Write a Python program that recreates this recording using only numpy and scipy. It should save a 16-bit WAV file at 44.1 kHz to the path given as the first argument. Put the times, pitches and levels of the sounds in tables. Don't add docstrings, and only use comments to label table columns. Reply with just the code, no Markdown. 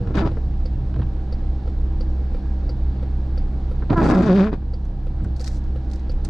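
import sys
import numpy as np
from scipy import signal
from scipy.fft import rfft, irfft, next_fast_len
from scipy.io import wavfile
from scipy.ndimage import uniform_filter1d

SR = 44100
rng = np.random.default_rng(int(sys.argv[2]) if len(sys.argv) > 2 else 0)


def transcribe(signal):
    frames = np.atleast_2d(signal).T
    limited = np.clip(frames, -1, 1)
    pcm = np.round(limited * 32767).astype(np.int16)
    wavfile.write(sys.argv[1], SR, pcm)


def voltage_ratio(level):
    return 10 ** (np.asarray(level, float) / 20)


N = 277389
PADDED = next_fast_len(N)
OPPOSED = np.array([[1], [-1]])

# time [s], pitch [Hz], level [dB].
GROAN = [
    (4.245, 225.6, -24.5),
    (4.275, 213.3, -19),
    (4.298, 185.2, -12),
    (4.325, 177.2, -13.5),
    (4.365, 205, -14.5),
    (4.41, 185.4, -13),
    (4.44, 201.1, -17),
    (4.465, 219.3, -21),
    (4.52, 210, -29.5),
]
# start [s], length [s], from [Hz], to [Hz], level [dB].
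HEEL_NOTES = [
    (.162, .06, 198.5, 192.6, -21.5),
    (4.148, .075, 190.1, 183.7, -16),
    (4.23, 0.017, 214.4, 233, -12),
]
# start [s], length [s], from [Hz], to [Hz], level [dB].
SQUEAKS = [
    (3.955, .062, 343.6, 320.7, -22.5),
]


def rms_one(x):
    return x / np.sqrt(np.mean(x ** 2) + 1e-20)


def in_time(rows, silent=None):
    s, *columns = np.transpose(rows)
    return [np.interp(np.arange(N) / SR, s, c, silent, silent) for c in columns]


def at_hz(points, hz):
    point_hz, value = np.transpose(points)
    return np.interp(np.log(hz), np.log(point_hz), value)


def drift(rate):
    r = np.exp(-80 * np.pi * rate / SR)
    slow = signal.lfilter([1], [1, -2 * r, r * r], rng.standard_normal(N // 40 + 2002))[2000:]
    return np.interp(np.arange(N) / 40, np.arange(len(slow)), rms_one(slow - slow.mean()))


def band(x, low_hz, high_hz):
    sos = signal.butter(2, [low_hz, min(high_hz, .45 * SR)], "band", fs=SR, output="sos")
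    return signal.sosfilt(sos, x)


def colour(x, spectrum):
    hz = np.maximum(np.fft.rfftfreq(PADDED, 1 / SR), 1)
    return irfft(rfft(x, PADDED) * voltage_ratio(at_hz(spectrum, hz)), PADDED)[..., :N]


def lifted(x, peaks):
    hz = np.fft.rfftfreq(PADDED, 1 / SR)
    lift_db = sum(db / (1 + (2 * (hz - at) / width) ** 2) for at, width, db in peaks)
    return irfft(rfft(x, PADDED) * voltage_ratio(lift_db), PADDED)[..., :N]


def split(x):
    crossovers_hz = [250, 600, 1150, 1800, 2500, 3300, 4800, 6500]
    hz, spectrum = np.fft.rfftfreq(PADDED, 1 / SR), rfft(x, PADDED)
    below = [0 * hz] + [1 / (1 + (hz / edge) ** 4) for edge in crossovers_hz] + [0 * hz + 1]
    return [rms_one(irfft(spectrum * (upper - lower), PADDED)[:N]) for lower, upper in zip(below, below[1:])]


def clicks_at(times, sizes):
    out = np.zeros(N)
    out[np.round(np.array(times) * SR).astype(int)] = sizes
    return out


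def panned(x, lean_db):
    return np.array([x * voltage_ratio(lean_db / 2), x * voltage_ratio(-lean_db / 2)])


def held(rows, attack_s, release_s):
    t = np.arange(N) / SR - np.array(rows)[:, :1]
    length = np.array(rows)[:, 1:2]
    return np.clip(t / attack_s, 0, 1) * np.exp(-np.maximum(t - length, 0) / release_s)


def buzz(modes, drive_s):
    t = np.arange(4000) / SR
    rise = 1 - np.exp(-t / 0.00059)
    out = 0
    for k, (hz, db, t60) in enumerate(modes):
        level = voltage_ratio(db - 60 * np.maximum(t - drive_s, 0) / t60)
        out = out + level * rise * np.sin(2 * np.pi * hz * t + k * k)
    return out


def engine():
    # frequency [Hz], level [dB rms].
    orders_hz = [(32.3, -28.5), (64.6, -23.5), (129.2, -36), (193.8, -41), (258.4, -55.5), (323.0, -46.5),
                 (479.1, -66.5), (710.6, -60), (769.8, -64), (834.4, -62), (942.1, -63.5)]
    wander_db = 1.4
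    turn = 2 * np.pi * np.cumsum(1 + .0006 * drift(1.5)) / SR
    out = 0
    for hz, db in orders_hz:
        out = out + voltage_ratio(db + wander_db * drift(4.3)) * np.sin(hz * turn + 2 * np.pi * rng.random())
    return panned(np.sqrt(2) * out, -.9)


def cabin():
    # frequency [Hz], level [dB per Hz].
    spectrum = [(16, -10.5), (30, -0.5), (46, -12.5), (64, -8.5), (80, -23), (150, -26), (250, -27),
                (450, -36), (1000, -47.5), (2700, -62), (5500, -70.5), (8000, -77.5), (11500, -91),
                (15500, -115)]
    # frequency [Hz], width [Hz], lift [dB].
    hollows = [(22, 2.6, -8), (309.6, 8.7, 7), (782.7, 43, 9.5), (1656, 62, 6), (4260, 2400, 7.5)]
    # frequency [Hz], likeness [0 to 1].
    likeness = [(60, 1), (130, 0.97), (290, 0.97), (640, 0.74), (1410, 0.78), (3100, 0.27), (6820, 0.76),
                (15000, 0.46)]
    # frequency [Hz], left minus right [dB].
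    lean_curve = [(60, -1.0), (180, -0.5), (550, -1.5), (1650, -0.5), (4970, -0.5), (15000, 1.0)]
    level_db, patchy_db = -24.5, .8
    noise = lifted(colour(rng.standard_normal((2, 2, N)), spectrum), hollows)
    together = .3 * drift(6)
    edges = 14 * 2 ** np.arange(0, 10.6, .5)
    out = 0
    for k, (low, high) in enumerate(zip(edges, edges[1:])):
        mid, side = band(noise[k % 2], low, high)
        centre = np.sqrt(low * high)
        alike = np.clip(at_hz(likeness, centre), 0, 1)
        pair = np.sqrt(1 + alike) * mid + np.sqrt(1 - alike) * side * OPPOSED
        lean = voltage_ratio(at_hz(lean_curve, centre) / 2 * OPPOSED)
        out = out + voltage_ratio(patchy_db * (together + drift(6.9))) * lean * pair
    return voltage_ratio(level_db) * rms_one(out)


def motor():
    # start [s], length [s], level [dB].
    loads = [(0, 0.084, -23.5), (0.151, .17, -22), (0.442, 0.12, -28), (0.68, .25, -29),
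             (0.957, 0.075, -23.5), (3.902, 0.029, -14), (4.093, 0.046, -25), (4.202, 0.068, -23.5),
             (4.485, 0.49, -33), (5.087, 0.15, -32.5), (5.206, 0.084, -25.5)]
    rumble = rms_one(band(rng.standard_normal(N), 78, 149))
    load = voltage_ratio(np.array(loads)[:, 2]) @ held(loads, attack_s=0.014, release_s=0.026)
    return panned(load * rumble, -.9)


def glides(notes):
    return [[(s, from_hz, db), (s + length, to_hz, db)] for s, length, from_hz, to_hz, db in notes]


def singing(rows, glass, count):
    hz, db = in_time(rows)
    t = np.arange(N) / SR
    fade = np.clip(np.minimum(t - rows[0][0], rows[-1][0] - t) / .012, 0, 1)
    turn = 2 * np.pi * np.cumsum(hz) / SR
    partials = sum(voltage_ratio(db + at_hz(glass, k * hz)) * np.cos(k * turn) for k in range(1, count + 1))
    return panned(fade * np.sqrt(2) * partials, -.5)


def songs():
    # time [s], pitch [Hz], level [dB].
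    whine = [
        (0, 491, -31.5),
        (.05, 471, -39),
        (.1, 455, -38),
    ]
    # start [s], length [s], from [Hz], to [Hz], level [dB].
    tip_notes = [
        (.14, 0.042, 329.7, 315, -21),
        (.21, 0.077, 328, 324.3, -21),
        (4.1, 0.089, 324, 333, -22),
        (4.17, 0.067, 340, 326.4, -20.5),
    ]
    # frequency [Hz], level [dB].
    heel_glass = [(195, 4), (225, 3.5), (370, -5.5), (440, -4.5), (548, -7), (610, -16), (730, -15),
                  (900, -30)]
    tip_glass = [(330, -2.5), (660, -15), (990, -15.5), (1330, -20)]
    dry_glass = [(330, 0), (660, -2), (990, 0), (1330, -6), (1700, -12), (2000, -22)]
    heel = sum(singing(rows, heel_glass, count=5) for rows in glides(HEEL_NOTES) + [GROAN])
    tip = sum(singing(rows, tip_glass, count=4) for rows in glides(tip_notes))
    squeak = sum(singing(rows, dry_glass, count=6) for rows in glides(SQUEAKS))
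    gear = singing(whine, [(1, 0.011)], count=1)
    return heel + tip + squeak + gear


def slips():
    loose_per_s, loose_uneven, heel_uneven, clean_uneven = 180, .45, .14, .03
    per_s, uneven = np.full(N, float(loose_per_s)), np.full(N, loose_uneven)
    sung = [(glides(SQUEAKS), clean_uneven), (glides(HEEL_NOTES), heel_uneven), ([GROAN], clean_uneven)]
    for curves, locked in sung:
        for rows in curves:
            hz = in_time(rows, 0)[0]
            per_s = np.where(hz > 0, hz, per_s)
            uneven = np.where(hz > 0, locked, uneven)
    return per_s, uniform_filter1d(uneven, size=400)


def blade():
    # frequency [Hz], level [dB per Hz].
    friction = [(60, -28), (124, 11.5), (292, 10), (488, -4.5), (850, -12.5), (1400, -21.5), (2700, -40),
                (4200, -49.5), (5500, -54), (7600, -63.5), (10000, -76), (15500, -97.5)]
    # frequency [Hz], width [Hz], lift [dB].
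    rubber = [(1097, 130, 1.5), (1416, 91, 4), (1680, 150, 3.5), (2494, 190, 4.5), (3750, 600, 5),
              (4700, 500, 6), (6200, 700, 1)]
    # start [s], length [s], rasp [dB],
    # weight on the glass [dB re rasp], wet hiss [dB re rasp].
    bites = [(0.057, 0.065, -53.5, 11, -14), (0.139, 0.024, -44, 13, -1), (0.166, .03, -38, 12, 0.5),
             (0.196, 0.036, -42.5, 14, -18), (0.247, 0.026, -44.5, 18, -4), (3.893, 0.044, -35, 16, -13),
             (3.963, 0.044, -32.5, 20.5, -17.5), (4.016, 0.059, -30.5, 9.5, -18.5),
             (4.078, 0.078, -29.5, 11, -17), (4.167, 0.04, -40, 19.5, -6), (4.217, 0.029, -35.5, 15, -9),
             (4.253, 0.076, -35.5, 21, -8), (4.342, 0.069, -37, 20.5, -4.5), (4.413, 0.058, -36, 15, -10),
             (4.515, .015, -43.5, 17, -6)]
    sharp, jolt, slip_db, grip_db = 0.95, 0.29, 2.5, 4.0
    thrum_db, scrape_db, scrape_weight = -0.5, 1.1, 0.33
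    sheen_db, spray_db, fastest_s, fastest_span_s = -17, 19.5, 4.09, 0.17
    upstroke_s, lean_start_db, lean_db_per_s, lean_top_db = 3.88, -1, 25.5, 10

    per_s, uneven = slips()
    cycles = np.cumsum(per_s * np.exp(uneven * drift(60))) / SR
    spread_db = np.clip(3 * uneven + .3, 0, 1) * slip_db
    strength = voltage_ratio(spread_db * rng.standard_normal(3000)[cycles.astype(int)])
    decay = sharp + 2 * np.exp(-8.0 * uneven)
    puff = strength * np.exp(-decay * (cycles % 1)) * rng.standard_normal((2, N))
    let_go = np.diff(np.floor(cycles), prepend=0) > 0
    jolts = strength * (.5 + 1.3 * np.exp(-8 * uneven)) * let_go
    mix = rms_one(puff) + jolt * rms_one(jolts) * [[1], [0]]
    main, other = lifted(colour(mix, friction), rubber)

    spells = held(bites, attack_s=0.014, release_s=0.015)
    _, _, db, weight_db, wet_db = np.transpose(bites)
    body = voltage_ratio(db + weight_db) @ spells
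    scrape = voltage_ratio(db + scrape_db + scrape_weight * weight_db) @ spells
    rasp = voltage_ratio(db) @ spells
    hiss = voltage_ratio(db + wet_db) @ spells
    loose = np.clip(3 * uneven + .2, 0, 1)
    t = np.arange(N) / SR
    sheen = hiss * voltage_ratio(sheen_db + spray_db * np.exp(-((t - fastest_s) / fastest_span_s) ** 2))
    rising_db = np.minimum(lean_start_db + lean_db_per_s * (t - upstroke_s), lean_top_db)
    lean_db = np.where(t < upstroke_s, lean_top_db, rising_db)

    gains = [voltage_ratio(thrum_db) * body * np.sqrt(loose), body * loose, scrape * np.sqrt(loose), rasp,
             voltage_ratio(-11.0) * rasp, voltage_ratio(-8.5) * hiss, voltage_ratio(-5.5) * hiss, voltage_ratio(-10.5) * hiss, sheen]
    shares = [0.1, 0.18, 0.68, 0.67, 1.0, 0.9, 0.4, 1.0, 0.9]
    sides_db = [-18.5, -14, -6.5, -6.5, -17.5, -1.5, -6.5, -7.5, -6.5]
    out = 0
    for gain, mid, side, share, side_db in zip(gains, split(main), split(other), shares, sides_db):
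        gripped = gain * voltage_ratio(share * grip_db * drift(19))
        out = out + gripped * (panned(mid, share * lean_db - .9) + voltage_ratio(side_db) * side * OPPOSED)
    return out


def knocks():
    # time [s], peak [dB], thud [dB re peak], top [dB re peak], left minus right [dB].
    hits = [(0.071, -43.5, 12, -7, 18), (0.1027, -43, 25.5, -31, 7), (0.3686, -35, 19, -17.5, 8),
            (0.6004, -47, 5, -11, 4), (0.94, -40.5, 13, -3, -4), (0.96, -40, 21, -6, 1.5),
            (0.9959, -43.5, 23.5, -28.5, 1), (1.0167, -35, 0, -10, -7.5), (1.028, -39.5, -5, -6, 3),
            (3.8206, -30.5, 11, -34, -3), (3.9, -29, 19, -2, -4), (4.6187, -48.5, 21, -38, 8),
            (4.8525, -48, 2, -12, 4), (5.1984, -42.5, 9, -22, 0), (5.2443, -38.5, 12, -14, 2),
            (5.2549, -45, 22, -53, -4)]
    # frequency [Hz], level [dB], T60 [s].
    linkage = [(1020, 1, 0.036), (1370, -5.5, .035), (1572, -1.5, 0.041)]
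    knock_hz = 1120
    out, t = np.zeros((2, N)), np.arange(6000) / SR
    ring = voltage_ratio(-9.5) * buzz(linkage, drive_s=0.0055)
    rise = 1 - np.exp(-t / 0.00076)
    for s, db, thud_db, top_db, lean_db in hits:
        i = round(s * SR)
        out[:, i:i + len(ring)] += panned(voltage_ratio(db) * ring, lean_db)
        ranges = [(110, 500, .1, thud_db - 6, .1),
                  (knock_hz / 1.7, knock_hz * 1.5, .06, -1.5, 1),
                  (1800, 4200, .03, top_db + 0.5, 1)]
        for low, high, t60, rel_db, share in ranges:
            dying = voltage_ratio(-60 * t / t60) * rise * np.sqrt(SR / 2 / (high - low))
            burst = band(rng.standard_normal(len(t)) * dying, low / 1.6, high * 1.14)
            burst = voltage_ratio(db + rel_db) * band(burst, low, high)
            out[:, i:i + len(t)] += panned(burst, share * lean_db)
    return out


def wrapper():
    # time [s], peak [dB], centre [Hz], left minus right [dB].
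    snaps = [(0.071, -54.5, 5500, 9), (0.369, -53, 5200, 4), (0.5994, -51, 4800, -2),
             (0.731, -57.5, 7400, 3), (4.8533, -47.5, 6000, 2), (5.245, -43, 7800, 5),
             (5.364, -39, 4500, 13), (5.396, -34.5, 4370, 11), (5.4109, -30.5, 4600, 2.5),
             (5.4382, -42, 5270, 5.5), (5.443, -26, 5470, 2), (5.459, -34.5, 4420, -4),
             (5.4638, -35, 5720, 8.5), (5.4704, -34, 4630, 28), (5.476, -24, 5600, -0.5),
             (5.6398, -47, 4400, -11), (5.8462, -50, 3920, 12), (5.9, -46.5, 4260, 18),
             (5.914, -36, 4000, 0), (5.934, -33.5, 4500, 6.5), (5.9584, -39.5, 4800, 2),
             (5.9944, -44.5, 3960, 8), (6.1175, -42, 3540, 8), (6.2484, -27, 8260, 3)]
    # start [s], length [s], level [dB].
    rustle = [
        (5.355, 0.045, -61),
        (5.394, .03, -50),
        (5.464, .11, -53),
        (5.898, 0.095, -67),
        (6.237, 0.016, -48.5),
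        (6.29, .02, -60.5),
    ]
    # frequency [Hz], level [dB per Hz].
    crinkle = [(800, -33), (1400, -2), (3000, -14), (4000, -5.5), (5600, -4.5), (8000, -11.5), (11000, -24),
               (15800, -34)]
    per_s, size_db, tail_db = 2500, 2.0, -10
    sizes = voltage_ratio(size_db * np.minimum(rng.exponential(1, (2, N)), 5)) * rng.choice([-1, 1], (2, N))
    crackles = sizes * (rng.random((2, N)) < per_s / SR)
    grains = rms_one(colour(crackles + .2 * rng.standard_normal((2, N)), crinkle))
    bed = voltage_ratio(np.array(rustle)[:, 2]) @ held(rustle, attack_s=0.014, release_s=.015)
    out = panned(bed * grains[0], 1.5) + .4 * bed * grains[1] * OPPOSED
    hiss = rms_one(colour(rng.standard_normal((2, N)), crinkle))
    wide_hiss = hiss[0] + 0.64 * hiss[1] * OPPOSED
    for s, db, hz, lean_db in snaps:
        i = round(s * SR)
        t = np.arange(min(N - i, 3000)) / SR
        rise = 1 - np.exp(-t / 0.00038)
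        snap = 2 * np.sin(2 * np.pi * hz * t) * np.exp(-t / 0.00063) * rise
        tail = voltage_ratio(tail_db) * wide_hiss[:, i:i + len(t)] * np.exp(-t / 0.0065) * rise
        out[:, i:i + len(t)] += voltage_ratio(db) * (panned(snap, lean_db) + tail)
    return out


def indicator():
    blinks = [0.317, 0.657, 0.992, 1.325, 1.677, 2.008, 2.347, 2.694, 3.029, 3.377, 3.715, 4.056, 4.397,
              4.737, 5.069, 5.405, 5.76, 6.096]
    # frequency [Hz], level [dB], T60 [s].
    low_ring = [(498, 1, 0.045), (1334, -15, 0.011)]
    bright_ring = [(4610, 1, 0.035), (4740, -7.5, 0.09), (5040, -7.5, .025), (5500, -15, .02),
                   (4450, -3.5, 0.039)]
    # frequency [Hz], level [dB per Hz].
    contact_spectrum = [(500, -22.5), (1300, -7), (2600, -8), (4500, -12), (6500, -30), (9600, -22),
                        (15500, -44.5)]
    s = np.array(blinks)
    low_db = np.full(len(s), -33.0)
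    bright_db = np.resize([-71.5, -48.5], len(s))

    def dying(db, t60):
        return signal.lfilter([1], [1, -voltage_ratio(-60 / (t60 * SR))], clicks_at(s - .0015, voltage_ratio(db)) + 1e-18)

    low = signal.fftconvolve(clicks_at(s - .002, voltage_ratio(low_db + 1)), buzz(low_ring, drive_s=0.0056))[:N]
    bright_clicks = clicks_at(s - .002, voltage_ratio(bright_db + 3.0))
    bright = signal.fftconvolve(bright_clicks, buzz(bright_ring, drive_s=0.0071))[:N]
    contact = rms_one(colour(rng.standard_normal(N), contact_spectrum)) * dying(low_db - 18.5, 0.094)
    rattle = band(rng.standard_normal(N) * dying(bright_db + 11.0, .1), 4100, 5200)
    return panned(low + bright + uniform_filter1d(contact, size=2) + rattle, .5)


def scene():
    # start [s], length [s], depth [dB].
    ducks = [
        (0.059, 0.21, 1.5),
        (3.903, 0.5, 6.5),
    ]
    rest_db = 2
    duck_db = np.array(ducks)[:, 2] @ held(ducks, attack_s=0.58, release_s=0.78)
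    gain = voltage_ratio(rest_db - duck_db)
    return gain * (engine() + cabin() + indicator()) + blade() + motor() + knocks() + songs() + wrapper()


def roll_off(x):
    return signal.sosfilt(signal.butter(12, 15690, fs=SR, output="sos"), x)


def record(dry):
    fade_in = np.clip(np.arange(N) / (.006 * SR), 0, 1)
    mix = 1.021 * np.tanh(fade_in * dry / 1.39)
    return roll_off(mix)


dry = scene()
out = record(dry)
transcribe(out)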